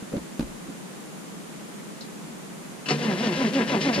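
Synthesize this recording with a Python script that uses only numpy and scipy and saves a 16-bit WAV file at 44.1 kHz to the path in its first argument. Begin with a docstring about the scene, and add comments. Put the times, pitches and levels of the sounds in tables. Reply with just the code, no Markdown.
"""A cold diesel pickup is cranked in a quiet, snowy driveway, a few metres from a small camera.
Over far rumble and steady hiss the camera is bumped; at 2 s comes one faint chink. At 2.86 s the solenoid
throws the starter pinion into the flywheel with a clash and a squeak. The gear whine sags and swells on
each compression stroke, and the unloaded gears rattle as the engine springs forward again.
Just before 4 s the engine gives one low thud."""
import sys
import numpy as np
from scipy import signal
from scipy.fft import rfft, irfft
from scipy.io import wavfile

SR = 44100
rng = np.random.default_rng(int(sys.argv[2]) if len(sys.argv) > 2 else 0)


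def store_pcm(level_fs):
    """Save levels as 16-bit WAV."""
    pcm = np.round(np.clip(level_fs, -1, 1) * 32767).astype(np.int16)
    wavfile.write(sys.argv[1], SR, np.atleast_2d(pcm).T)


N = 176400


def amp(db):
    """Decibels to gain."""
    return 10 ** (np.asarray(db) / 20)


def unit(x):
    """Scale to rms 1."""
    return x / np.sqrt(np.mean(x ** 2))


def bins():
    """Bin frequencies in Hz, floored at 1."""
    return np.maximum(np.arange(N // 2 + 1) * SR / N, 1)


def curve(points):
    """Join (Hz, value) points on a log-frequency axis."""
    hz, value = np.array(points, float).T
    return np.interp(np.log(bins()), np.log(hz), value)


def shape(x, gain):
    """Filter by a gain per bin."""
    return irfft(rfft(x) * gain, N)


def ringing(peaks):
    """Response of a direct path plus resonances."""
    f = bins()
    return 1 + sum(amp(db) / (1 + 1j * (f * f - hz * hz) / (f * width)) for hz, width, db in peaks)


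def ring_on(x, peaks):
    """Convolve with 0.25 s of resonant response."""
    return signal.fftconvolve(x, irfft(ringing(peaks), N)[:SR // 4])[:N]


def low_cut(x, hz=130):
    """Sixth-order high-pass."""
    return signal.sosfilt(signal.butter(6, hz, "high", fs=SR, output="sos"), x)


def noise(coherence):
    """Stereo noise with a left-right coherence per band."""
    c = np.clip(curve(coherence), -.99, .99)
    mid, side = shape(rng.standard_normal((2, N)), np.sqrt([1 + c, 1 - c]))
    return unit(np.array([mid + side, mid - side]))


def coloured(spectrum, coherence):
    """Shaped stereo noise, rms 1."""
    return unit(shape(noise(coherence), amp(curve(spectrum))))


def walk(rate_hz):
    """Smooth random wander, rms 1."""
    return unit(shape(rng.standard_normal(N), 1 / (1 + (bins() / rate_hz) ** 2) ** 2))


def burst(t, start_s, attack_s, decay_s):
    """Linear attack, exponential release."""
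    age = t - start_s
    return np.clip(age / attack_s, 0, 1) * np.exp(-np.maximum(age - attack_s, 0) / decay_s)


def strike(t, start_s, modes, attack_s, pitch=1):
    """Decaying modes set off by one blow."""
    age = np.maximum(t - start_s, 0)
    ring = sum(amp(db - 60 * age / t60) * np.sin(2 * np.pi * hz * pitch * age) for hz, db, t60 in modes)
    return ring * np.clip(age / attack_s, 0, 1)


# background spectra (frequency [Hz], level [dB])
FAR_SPECTRUM = [(25, -48), (60, -25), (95, -96), (120, -19.5), (150, -5), (200, -0.5), (260, -7.5),
                (350, -8.5), (500, -13.5), (1000, -22), (5000, -42.5)]
HISS_SPECTRUM = [(300, -7), (1000, 3.5), (2000, 0.5), (3500, -3.5), (5500, -6), (7000, -2), (8200, -5.5),
                 (9800, -4), (11500, -12), (13000, -12), (15000, -71)]
# left-right likeness (frequency [Hz], coherence [ratio])
FAR_COHERENCE = [(100, 0.37), (250, 0.17), (600, 0.057), (1500, 0.039)]
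HISS_COHERENCE = [(500, 0), (4000, 0)]
def outdoors(left_lag_s=0.00024):
    """Steady hiss; a far rumble from the right reaches the left port later."""
    delay = np.exp(-2j * np.pi * bins() * np.array([[left_lag_s], [0]]))
    far = shape(coloured(FAR_SPECTRUM, FAR_COHERENCE), delay)
    return amp(-40) * far + amp(-46) * coloured(HISS_SPECTRUM, HISS_COHERENCE)


# knocks on the camera (time [s], level [dB], tick level [dB], pitch [ratio])
KNOCKS = [(.025, -27.5, -75, 0.81), (0.137, -18, -60, 0.93), (.152, -20, -58, 1.07),
          (.167, -20, -34.5, 0.76), (.178, -21.5, -43, 1.2), (0.3947, -14, -29, 1.04),
          (.407, -17, -30.5, 0.94), (.425, -23, -38, 1.09), (0.684, -27.5, -75, 1.03),
          (0.699, -28, -75, 1.07)]
# camera and stand modes (frequency [Hz], level [dB], t60 [s])
MOUNT_MODES = [(170, -27, 0.037), (257, 4, 0.035), (385, -13, 0.019), (483, -11, 0.048)]
# case clicks (time [s], level [dB])
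CASE_CLICKS = [(.13, -26), (.1675, -26.5), (.3949, -18.5)]
# stand shudders (time [s], level [dB], decay [s])
STAND_SHUDDERS = [(.16, -44, 0.033), (.395, -35, 0.066)]
# bump spectra (frequency [Hz], level [dB])
TICK_SPECTRUM = [(600, 2.5), (1500, -7.5), (4500, -12.5), (7000, -25), (15000, -34)]
SCUFF_SPECTRUM = [(200, -21), (400, -3), (570, 2), (800, -19), (5000, -47)]
SHUDDER_SPECTRUM = [(25, -3), (55, 2), (130, -13), (1000, -80)]
def camera_bumps(t):
    """Soft knocks with contact ticks and a scuff; the case clicks, the stand shudders."""
    knocks = sum(amp(db) * strike(t, s, MOUNT_MODES, .002, pitch) for s, db, _, pitch in KNOCKS)
    ticks = coloured(TICK_SPECTRUM, FAR_COHERENCE)
    ticks *= sum(amp(db) * burst(t, s, .0005, .006) for s, _, db, _ in KNOCKS)
    scuff = amp(-30) * coloured(SCUFF_SPECTRUM, FAR_COHERENCE) * burst(t, 0.117, 0.03, 0.022)
    clicks = sum(amp(db) * (t >= s) * np.exp(-np.abs(t - s) / 0.0006) for s, db in CASE_CLICKS)
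    shudder = coloured(SHUDDER_SPECTRUM, FAR_COHERENCE)
    shudder *= sum(amp(db) * burst(t, s, 0.017, decay_s) for s, db, decay_s in STAND_SHUDDERS)
    return ticks + scuff + shudder - knocks - clicks


# chink spectrum (frequency [Hz], level [dB])
CHINK_SPECTRUM = [(3000, -29), (3950, -1), (5200, -10), (9000, -32)]
def chink(t, start_s=2.007):
    """One faint, high chink."""
    return amp(-39) * coloured(CHINK_SPECTRUM, HISS_COHERENCE) * burst(t, start_s, .003, 0.023)


# solenoid and pinion blows (time [s], clash level [dB], thud level [dB], clash decay [s])
PINION_BLOWS = [(2.858, -36.5, -35, 0.085), (2.885, -24.5, -34, 0.028), (2.904, -28, -13, 0.016)]
# metal clash spectrum (frequency [Hz], level [dB])
CLASH_SPECTRUM = [(300, 4), (800, -6), (1300, 1.5), (1700, -6.5), (2600, 0), (3500, -7), (4400, -1.5),
                  (5600, -5.5), (7500, -13), (14000, -44)]
# starter housing resonances (frequency [Hz], width [Hz], level [dB])
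HOUSING_PEAKS = [(995, 14, 12), (1117, 9.7, -5), (1642, 20, 4.5), (1814, 15, 6.5), (2065, 28, 3),
                 (2667, 12, 5.5), (2904, 25, 4.5)]
# bell housing and solenoid plunger modes (frequency [Hz], level [dB], t60 [s])
BELL_MODES = [(148.7, -7.5, 0.42), (276, -5.5, 0.11), (400, -3, 0.093), (468, -8.5, 0.17), (737, -6, 0.1),
              (1217, -18.5, 0.12), (2110, -21, 0.11)]
PLUNGER_MODES = [(2670, -40.5, 0.55), (2934, -37, .35)]
# left-right likeness of the truck's noises (frequency [Hz], coherence [ratio])
TRUCK_COHERENCE = [(130, .9), (290, .9), (640, .7), (1400, .8), (3100, .85), (5000, .85), (9000, .5)]
def engage(t):
    """The solenoid throws the pinion against the ring gear: a clash and thud with the deep bass cut."""
    metal = unit(shape(noise(TRUCK_COHERENCE), amp(curve(CLASH_SPECTRUM)) * ringing(HOUSING_PEAKS)))
    clashes = metal * sum(amp(db) * burst(t, s, .002, decay_s) for s, db, _, decay_s in PINION_BLOWS)
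    thuds = sum(amp(db) * strike(t, s, BELL_MODES, attack_s=.005) for s, _, db, _ in PINION_BLOWS)
    plunger = strike(t, PINION_BLOWS[0][0], PLUNGER_MODES, attack_s=1 / SR)
    return low_cut(clashes + thuds + plunger)


# pinion squeaks (time [s], level [dB])
PINION_SQUEAKS = [(2.896, -29.5), (3.81, -37), (3.937, -28.5)]
# pinion resonances (frequency [Hz], width [Hz], level [dB])
PINION_PEAKS = [(4285, 45, -1.5), (4700, 60, -2), (5310, 68, -1.5)]
def squeaks(t):
    """The slipping pinion rings in short squeaks."""
    ring = unit(shape(noise(TRUCK_COHERENCE), ringing(PINION_PEAKS) - 1))
    return ring * sum(amp(db) * burst(t, s, 0.01, 0.013) for s, db in PINION_SQUEAKS)


CRANK_START_S, START_TOOTH_HZ, SPIN_UP_S = 2.905, 206.85, 0.015
# compression strokes (fastest time [s], tooth rate [Hz], slowest time [s], tooth rate [Hz],
# whine level [dB], grind level [dB])
COMPRESSIONS = [(3.012, 246.2, 3.168, 170.9, -7.5, -5), (3.226, 249.7, 3.33, 168.2, -6.5, -4.5),
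                (3.388, 271.4, 3.485, 205.8, -3, -4), (3.555, 279.8, 3.638, 211.5, -1.5, -2.5),
                (3.695, 282.6, 3.788, 191.2, 2, -1.5), (3.858, 285.8, 3.93, 220.2, -1.5, -1.5),
                (3.98, 281, 4.06, 212.7, -2, -1)]
def crank(t):
    """Tooth rate and gear loads: each compression slows the starter and loads its gears."""
    times, rates_hz = [CRANK_START_S], [START_TOOTH_HZ]
    whine_load = grind_load = 0
    for fast_s, fast_hz, slow_s, slow_hz, whine_db, grind_db in COMPRESSIONS:
        times += [fast_s, slow_s]
        rates_hz += [fast_hz, slow_hz]
        progress = (t - fast_s) / (slow_s - fast_s)
        whine_load += amp(whine_db) * np.exp(-((progress - 0.49) / 0.55) ** 4)
        grind_load += amp(grind_db) * np.exp(-((progress - .5) / 0.69) ** 2)
    knots = np.arange(len(times))
    leg = np.interp(t, times, knots)
    eased = np.floor(leg) + (1 - np.cos(np.pi * (leg % 1))) / 2
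    return np.interp(eased, knots, rates_hz), whine_load, grind_load


# first two tooth harmonics (level [dB])
LOW_HARMONICS_DB = [1.5, -4]
# spectrum of the higher harmonics (frequency [Hz], level [dB])
OVERTONE_SPECTRUM = [(700, 4), (1000, -7), (2800, -15), (4500, -19)]
# engine block resonances (frequency [Hz], width [Hz], level [dB])
BLOCK_PEAKS = [(219, 19, 6.5), (276, 21, 7.5), (361, 26.3, 13), (477, 22, 5), (560, 46, 1.5)]
def gear_whine(teeth, low_load, high_load, harmonics=14):
    """Uneven teeth give rough harmonics: the lowest boom in the block, the rest ring the housing."""
    force = 1 + .4 * walk(160)
    partials = [force * (1 + .3 * walk(38)) * np.sin(2 * np.pi * k * teeth + .3 * walk(60))
                for k in range(1, harmonics + 1)]
    low = low_cut(sum(amp(db) * partial for db, partial in zip(LOW_HARMONICS_DB, partials)))
    high = shape(sum(partials[len(LOW_HARMONICS_DB):]), amp(curve(OVERTONE_SPECTRUM)))
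    block = amp(-32) * ring_on(low * low_load, BLOCK_PEAKS)
    return block + amp(-30) * ring_on(high * high_load, HOUSING_PEAKS)


def scrape(contact, spectrum):
    """Noise pulsed by tooth contact rings the housing; rms 1."""
    return unit(shape(noise(TRUCK_COHERENCE) * contact, amp(curve(spectrum)) * ringing(HOUSING_PEAKS)))


# gear grind spectrum (frequency [Hz], level [dB])
GRIND_SPECTRUM = [(100, -43), (160, -2), (300, -14), (550, 0.5), (800, -2), (1300, -5.5), (2200, -7.5),
                  (3200, -11.5), (6000, -27), (14000, -54)]
def gear_grind(contact, load):
    """Meshing teeth grind harder under load."""
    return amp(-32) * scrape(contact, GRIND_SPECTRUM) * (0.24 + load)


# engine rumble spectrum (frequency [Hz], level [dB])
RUMBLE_SPECTRUM = [(100, -52), (125, -21), (150, 0), (220, -2), (320, -12), (550, -7), (800, -22.5),
                   (4000, -57)]
def engine_rumble(load):
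    """The turning engine rumbles, louder on each compression."""
    return amp(-32.5) * coloured(RUMBLE_SPECTRUM, TRUCK_COHERENCE) * (.55 + load)


# rattles as the load lets go (time [s], level [dB], attack [s])
RELEASES = [(2.985, -9.5, 0.049), (3.17, -7.5, 0.068), (3.32, -6, 0.05), (3.527, -12, 0.0088),
            (3.671, -6, 0.01), (3.804, -1, .014), (3.927, -1.5, 0.014)]
# gear rattle spectrum (frequency [Hz], level [dB])
RATTLE_SPECTRUM = [(400, -10), (1000, -23), (1700, -3), (2900, 1), (5200, 0), (6500, -6.5), (9000, -21),
                   (14000, -49)]
def gear_rattle(t, contact, decay_s=0.081):
    """The teeth rattle most when unloaded."""
    free = sum(amp(db) * burst(t, s, attack_s, decay_s) for s, db, attack_s in RELEASES)
    return amp(-33.5 + 0.92 * walk(23)) * scrape(contact, RATTLE_SPECTRUM) * (0.45 + free)


def starter(t, jitter=.012, scatter_db=.6, decay_teeth=1.8):
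    """The starter turns the engine; its teeth go slack just before each rattle and the noise dips."""
    tooth_hz, whine_load, grind_load = crank(t)
    teeth = np.cumsum(tooth_hz * (1 + jitter * walk(70))) / SR
    running = np.clip((t - CRANK_START_S) / SPIN_UP_S, 0, 1)
    whine = gear_whine(teeth, running * (0.32 + whine_load), running * grind_load ** 2)
    tooth_gains = amp(scatter_db * rng.standard_normal(N))
    contact = np.exp(-(teeth % 1) / decay_teeth) * tooth_gains[teeth.astype(int)]
    noises = gear_grind(contact, grind_load) + gear_rattle(t, contact) + engine_rumble(grind_load)
    slack = sum(np.exp(-((t - s + .011) / .015) ** 2) for s, *_ in RELEASES)
    return whine + running * noises * (1 - .45 * slack)


# engine thud spectrum (frequency [Hz], level [dB])
THUD_SPECTRUM = [(70, -25), (150, -2), (330, -5), (600, -25), (2000, -55)]
def engine_thud(t, start_s=3.968):
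    """One heavier, low thud on the last stroke."""
    return amp(-22.5) * coloured(THUD_SPECTRUM, TRUCK_COHERENCE) * burst(t, start_s, 0.018, 0.095)


# truck at the microphone (frequency [Hz], left minus right [dB], left lead [rad])
PORT_DIFFERENCES = [(255, 0, 0.053), (553, -2.5, 0.24), (756, -3, 0.97), (1000, 5, 1.5), (1760, 9.5, 0.73),
                    (2230, 14, 2.9), (2700, 10, 7.2), (3730, 3.5, 6.63), (6320, -1, 9.02)]
def from_left(truck):
    """The truck stands to the left and reaches the right microphone port later."""
    pan_db = curve([(hz, db) for hz, db, _ in PORT_DIFFERENCES])
    lead_rad = curve([(hz, rad) for hz, _, rad in PORT_DIFFERENCES])
    ports = irfft(np.array([amp(pan_db / 2), amp(-pan_db / 2) * np.exp(-1j * lead_rad)]), N)
    centred_taps = np.roll(ports, 256, axis=1)[:, :513]
    return signal.fftconvolve(truck, centred_taps, mode="same", axes=1)


def scene():
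    """Background, camera bumps, chink and truck in stereo."""
    t = np.arange(N) / SR
    truck = starter(t) + engage(t) + squeaks(t) + engine_thud(t)
    return outdoors() + camera_bumps(t) + chink(t) + from_left(truck)


def record(dry):
    """The camera cuts the treble above 15 kHz."""
    return signal.sosfilt(signal.ellip(8, .2, 70, 15000, fs=SR, output="sos"), dry)


dry = scene()
out = record(dry)
store_pcm(out)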